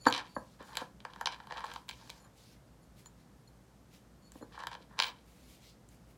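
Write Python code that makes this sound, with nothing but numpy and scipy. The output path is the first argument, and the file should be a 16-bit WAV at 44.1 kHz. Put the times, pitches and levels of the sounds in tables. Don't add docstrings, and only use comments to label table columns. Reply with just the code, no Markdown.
import sys
import numpy as np
from scipy import signal
from scipy.fft import rfft, irfft, next_fast_len
from scipy.io import wavfile
from scipy.ndimage import uniform_filter1d, map_coordinates

SR = 44100
rng = np.random.default_rng(int(sys.argv[2]) if len(sys.argv) > 2 else 0)


def boost(x):
    u = np.asarray(x, float) / 20
    return 10 ** u


def digitize_waveform(pressure):
    field = np.atleast_2d(pressure).T
    bounded = np.clip(field, -1, 1)
    quanta = np.round(bounded * 32767).astype(np.int16)
    wavfile.write(sys.argv[1], SR, quanta)


N = 272160
t = np.arange(N) / SR

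# centre_hz, width_hz, relative_db
BODY_MODES = [(490, 47, -4.5), (588, 100, -10), (726, 83, -3.5), (860, 110, 2.5), (1016, 170, 3.5),
              (1400, 170, -2.5), (1600, 240, 0), (1842, 330, -5.5)]


def unit(x):
    return x / np.sqrt(np.mean(np.abs(x) ** 2) + 1e-20)


def along(points, hz):
    f, value = np.transpose(points)
    return np.interp(np.log(hz + 1), np.log(f + 1), value)


def filtered(x, response):
    size = next_fast_len(len(x) + 8192)
    hz = np.fft.rfftfreq(size, 1 / SR)
    return irfft(rfft(x, size) * response(hz), size)[:len(x)]


def ringing(x, modes):
    def bank(f):
        total = 0
        for k, (centre, width, db) in enumerate(modes):
            damping = 1j * f * width
            total = total + (-1) ** k * boost(db) * damping / (centre * centre - f * f + damping)
        return unit(total)
    return filtered(x, bank)


def coloured(x, spectrum):
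    return unit(filtered(x, lambda f: boost(along(spectrum, f))))


def dull(x, top_hz):
    return filtered(x, lambda f: 1 / (1 - (f / top_hz) ** 2 + 1j * np.sqrt(2) * f / top_hz))


def grit(rate, spread_db):
    size_db = spread_db * np.minimum(rng.exponential(size=N), 3)
    hits = rng.random(N) < rate / SR
    return unit(hits * rng.standard_normal(N) * boost(size_db))


def strokes(rows, rise_s, stop_db_per_s):
    start, length, db = np.transpose(rows)[:3, :, None]
    rise = np.clip((t - start) / rise_s, 0, 1) ** 2
    after = np.clip(t - start - length, 0, 1)
    return rise * boost(db - stop_db_per_s * after)


def blows(times, db, contact_s, rough=0.2):
    u = np.arange(512)
    push = rough * rng.standard_normal((len(times), 512)) * np.exp(-u / (contact_s * SR))
    push[:, 0] = 1
    push *= (boost(db) / np.linalg.norm(push, axis=1))[:, None]
    at = np.round((times + 0.0006) * SR).astype(int)[:, None] + u
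    return np.bincount(at.ravel(), push.ravel(), N + 512)[:N]


def background():
    # frequency_hz, relative_db_per_hz
    air = [(30, -27), (42, -5.5), (65, -0.5), (85, -13.5), (110, -4.5), (190, -4.5), (400, -16.5),
           (500, -15.5), (1000, -22), (1500, -25.5), (2500, -32.5), (7000, -35), (14000, -41.5),
           (16500, -54)]
    # frequency_hz, rms_db
    hum_tones = [(53.74, -67), (58.84, -65.5), (120.04, -71)]
    hum = sum(boost(db) * np.sqrt(2) * np.cos(2 * np.pi * hz * t) for hz, db in hum_tones)
    return hum + boost(-60) * coloured(rng.standard_normal(N), air)


def bangle():
    # start_s, length_s, drive_db, lowest_mode_hz, lowest_mode_db
    jingles = [(0, 0.06, -62.5, 4430, 2), (0.061, 0.035, -43, 4510, 3.5), (.29, 0.095, -73.5, 4540, 9),
               (0.344, 0.074, -66, 4460, 1), (0.637, 0.11, -75, 4430, -9),
               (2.195, 0.092, -69.5, 4300, -3.5), (2.67, .012, -80, 4840, 16.5),
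               (2.817, 0.039, -77, 4350, -3), (3.052, 0.026, -59.5, 4220, -1.2),
               (3.472, 0.012, -64, 4240, 3), (4.22, .09, -73.5, 4390, 4), (4.416, 0.028, -67.5, 4200, 0),
               (4.986, 0.11, -63, 4200, -6)]
    # centre_hz, width_hz, relative_db
    upper_modes = [(7050, 160, 0), (9550, 80, -9), (10500, 110, -4), (11400, 110, -8), (12100, 80, -10)]
    out = np.zeros(N)
    grains = grit(rate=1000, spread_db=1.5)
    u = t[:SR // 4]
    for start, length, db, low_hz, low_db in jingles:
        first = round(start * SR)
        at = slice(first, first + len(u))
        chatter = np.clip(2 - 2 * u / length, 0, 1) * grains[at]
        favoured = [(hz, width, mode_db + rng.normal(0, 2)) for hz, width, mode_db in upper_modes]
        modes = [(low_hz, 130, low_db)] + favoured
        out[at] += boost(db - 10.5) * ringing(ringing(chatter, modes), modes)
    return out


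def high_tones():
    # start_s, length_s, drive_db
    times = [(.06, .03, -90), (1.865, 0.014, -85), (3.045, .02, -96), (4.99, 0.08, -80)]
    # centre_hz, width_hz, relative_db
    modes = [(15400, 150, -5), (15700, 60, -1.5)]
    envelope = strokes(times, rise_s=.008, stop_db_per_s=699.5).sum(axis=0)
    return ringing(ringing(envelope * grit(rate=1500, spread_db=2.5), modes), modes)


def rustle():
    # start_s, length_s, level_db, crispness
    brush_rows = [(0, 0.098, -65.5, 0.88), (.2, .35, -72, .33), (0.591, 0.14, -65.5, .35),
                  (.73, 0.085, -60.5, 0.42), (1.105, .45, -80, .4), (1.6, 0.18, -65.5, .4),
                  (1.86, 0.318, -66, 0.24), (2.308, .22, -66.5, 0.37), (2.93, 0.054, -61, .57),
                  (3.14, 0.045, -68, 0.24), (3.88, 0.067, -61.5, .46), (4.19, 0.099, -82, .5),
                  (4.31, 0.03, -55.5, 0.62), (4.434, 0.21, -77.5, 0.43), (5.21, 0.34, -69.5, .5),
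                  (5.43, 0.124, -69, 0.51), (5.565, .13, -64, .3), (5.85, 0.099, -71, .65),
                  (6.03, .08, -72.5, .65)]
    # frequency_hz, relative_db_per_hz
    petals = [(1200, -30), (2000, -9), (4500, 1), (7000, -6), (10000, -20), (16000, -35)]
    # frequency_hz, relative_db_per_hz
    leaves = [(1200, -29.5), (2000, -0.5), (5000, -13.5), (10000, -4), (14000, -8), (16500, -15.5)]
    brushes = strokes(brush_rows, rise_s=0.071, stop_db_per_s=250.5)
    level = brushes.sum(axis=0) + 1e-12
    crisp = np.clip(np.transpose(brush_rows)[-1], 0, 1) @ brushes / level
    grains = grit(rate=12000, spread_db=0)
    mixed = (1 - crisp) * coloured(grains, petals) + crisp * coloured(grains, leaves)
    z = signal.stft(mixed, nperseg=512)[2]
    patches = uniform_filter1d(rng.standard_normal(z.shape), size=14, axis=0)
    patches = uniform_filter1d(patches, size=10, axis=1)
    depth_db = 1.6
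    patchy = signal.istft(z * boost(depth_db * unit(patches)), nperseg=512)[1][:N]
    return level * unit(patchy)


def slides():
    # start_s, length_s, body_drive_db, rim_against_body_db
    drags = [(0.028, 0.12, -48.5, -1), (0.143, 0.082, -51.5, -0.5), (0.575, 0.15, -56, -8.5),
             (0.72, 0.099, -53, -4), (1.065, .15, -59, -6), (1.266, 0.067, -52, -0.5),
             (1.33, 0.085, -58, -4.5), (1.468, 0.2, -49.5, -8), (1.66, 0.1, -56.5, -3),
             (1.875, 0.054, -69, 9), (1.942, 0.31, -67, -12), (4.498, .05, -56, -4),
             (4.562, 0.074, -53, -8), (4.67, 0.07, -60.5, 0.7), (4.775, 0.033, -66.5, -0.5),
             (4.876, 0.21, -59, -18), (4.968, 0.097, -53.5, 9), (5.055, 0.11, -70, 5)]
    judder_db, judders_per_s = 4, 45
    judder = map_coordinates(rng.standard_normal(500), [t * judders_per_s])
    drag = strokes(drags, rise_s=.03, stop_db_per_s=300.5) * unit(boost(judder_db * judder))
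    body = drag.sum(axis=0) * grit(rate=2700, spread_db=2.5)
    rim = boost(np.transpose(drags)[-1]) @ drag * grit(rate=1900, spread_db=4.5)
    return body, rim


def clinks():
    # start_s, rim_db, body_against_rim_db, edge_against_rim_db
    contacts = [(.054, -33.5, -13, -29), (.0834, -27, -5.5, -16), (.1004, -37, -12, -7),
                (.1082, -32, -10, -28), (.1246, -21, -23, -24.5), (.1384, -25, -22, -40),
                (.1474, -25.5, -13, -36.5), (.1614, -32.5, -7, -32), (.6264, -56.5, -21, -3),
                (.7304, -50, -3, -18), (.7532, -35.5, -10, -13), (.7701, -27, -11.5, -10.5),
                (1.0026, -47, -10.5, -28.5), (1.05, -35.5, 3, -34), (1.1343, -44, -12, -25),
                (1.1598, -49, 2, -15), (1.2106, -34, 3, -11), (1.2575, -19, -12.5, -36),
                (1.2705, -21, -5, -37), (1.3604, -53, 1.5, -23), (1.4007, -49, 5.5, -31),
                (1.4701, -47, -2.5, -12.5), (1.5005, -51, 4, -36.5), (1.508, -45.5, 5, -38),
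                (1.5219, -34, -3, -27), (1.5878, -48, -5, -22), (1.5934, -47.5, -11, -10),
                (1.6053, -38, -4.5, -24), (1.6397, -40, 3, -26), (1.6444, -41.5, 2.5, -14),
                (1.6554, -45.5, -10, -10), (1.6644, -44.5, -5, -16.5), (1.715, -40.5, -5, -31),
                (1.737, -38.5, -13, -9.5), (1.7599, -39, -0.5, -26), (1.8826, -45.5, -6, -14),
                (1.8896, -32, -29, -12), (1.8934, -32.5, -12.5, -15), (1.9104, -37, -15, -21),
                (2.0737, -53, -7, -11), (2.0951, -37, -7, -33), (2.1004, -34.5, -20, -11),
                (3.0584, -52.5, -0.5, -6.5), (4.3191, -52.5, -11, -1.5), (4.5764, -58, 14, -15),
                (4.5905, -52, -7, -8), (4.6224, -48, 2, -20), (4.6354, -43.5, 4, -14.5),
                (4.6693, -28.5, -9, -16), (4.7142, -47, 2.5, -16), (4.7414, -49, 3, -14),
                (4.7501, -41.5, -2.5, -38), (4.9831, -42.5, -0.5, -34), (4.9896, -20.5, -13, -23),
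                (4.9995, -15, -9.5, -34), (5.022, -20.5, -13, -28), (5.0344, -24, -15, -33.5),
                (5.0414, -26, -16, -25), (5.0544, -38, -7, -15), (5.8885, -64, -12, 5)]
    s, rim_db, body_db, edge_db = np.transpose(contacts)
    body = blows(s, rim_db + body_db + 23, contact_s=.001)
    rim = blows(s, rim_db + 15, contact_s=.0005)
    edge = blows(s, rim_db + edge_db + 20, contact_s=.0003)
    return body, rim, edge


def china():
    # centre_hz, width_hz, relative_db
    rim_modes = [(2364, 140, 0.5), (3095, 170, 6.5), (3310, 310, -4), (4025, 330, 5), (4420, 600, -8),
                 (4675, 150, 3), (5100, 275, -19), (6370, 430, -13), (3700, 3600, -4)]
    # centre_hz, width_hz, relative_db
    edge_modes = [(7350, 940, 4.5), (9600, 1100, -5.5), (10760, 820, -2), (13500, 2800, -16.5),
                  (14930, 370, -7.5)]
    slide_body, slide_rim = slides()
    clink_body, clink_rim, clink_edge = clinks()
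    body = dull(ringing(clink_body + slide_body, BODY_MODES), top_hz=2640)
    rim = dull(ringing(clink_rim + slide_rim, rim_modes), top_hz=7450)
    return body + dull(rim, top_hz=8030) + ringing(clink_edge, edge_modes)


def knocks():
    # start_s, table_db, saucer_body_db
    table_blows = [(0.063, -23, -22), (0.067, -14.5, -7.5), (0.364, -23.5, -23.5), (0.605, -38.5, -63),
                   (0.816, -32.5, -32), (0.823, -56, -34.5), (0.845, -41.5, -52), (4.355, -42.5, -49.5),
                   (4.411, -39, -49), (4.424, -39.5, -41.5), (4.43, -56.5, -48.5), (4.804, -45.5, -60)]
    # centre_hz, width_hz, relative_db
    wood_modes = [(121, 51.3, -7), (204.1, 80, -2.5), (275, 66, 1), (440, 58, -4), (550.4, 120, -4.5)]
    s, table_db, body_db = np.transpose(table_blows)
    wood = ringing(blows(s, table_db + 16.5, contact_s=0.00336, rough=0.15), wood_modes)
    saucer = ringing(blows(s, body_db + 17.0, contact_s=0.0028, rough=0.092), BODY_MODES)
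    return dull(dull(wood + saucer, top_hz=1580), top_hz=1930)


def room(x):
    # frequency_hz, t60_s
    decay = [(150, 0.36), (1000, 0.25), (4000, 0.15), (12000, 0.088)]
    hz, u, z = signal.stft(rng.standard_normal(SR // 2), SR, nperseg=256)
    fall = boost(-60 * u / along(decay, hz)[:, None])
    tail = signal.istft(z * fall, SR, nperseg=256)[1]
    late = np.pad(x, (150, 0))
    return signal.fftconvolve(late, tail / np.linalg.norm(tail))[:N]


def scene():
    near = bangle() + high_tones() + rustle() + china() + knocks()
    return (near + boost(-10) * room(near) + background())[None]


def low_pass(x):
    return signal.sosfilt(signal.butter(12, 16770, fs=SR, output="sos"), x)


def record(dry):
    mix = filtered(dry[0], lambda f: (1j * f / (30 + 1j * f)) ** 4)[None]
    return low_pass(mix)


dry = scene()
out = record(dry)
digitize_waveform(out)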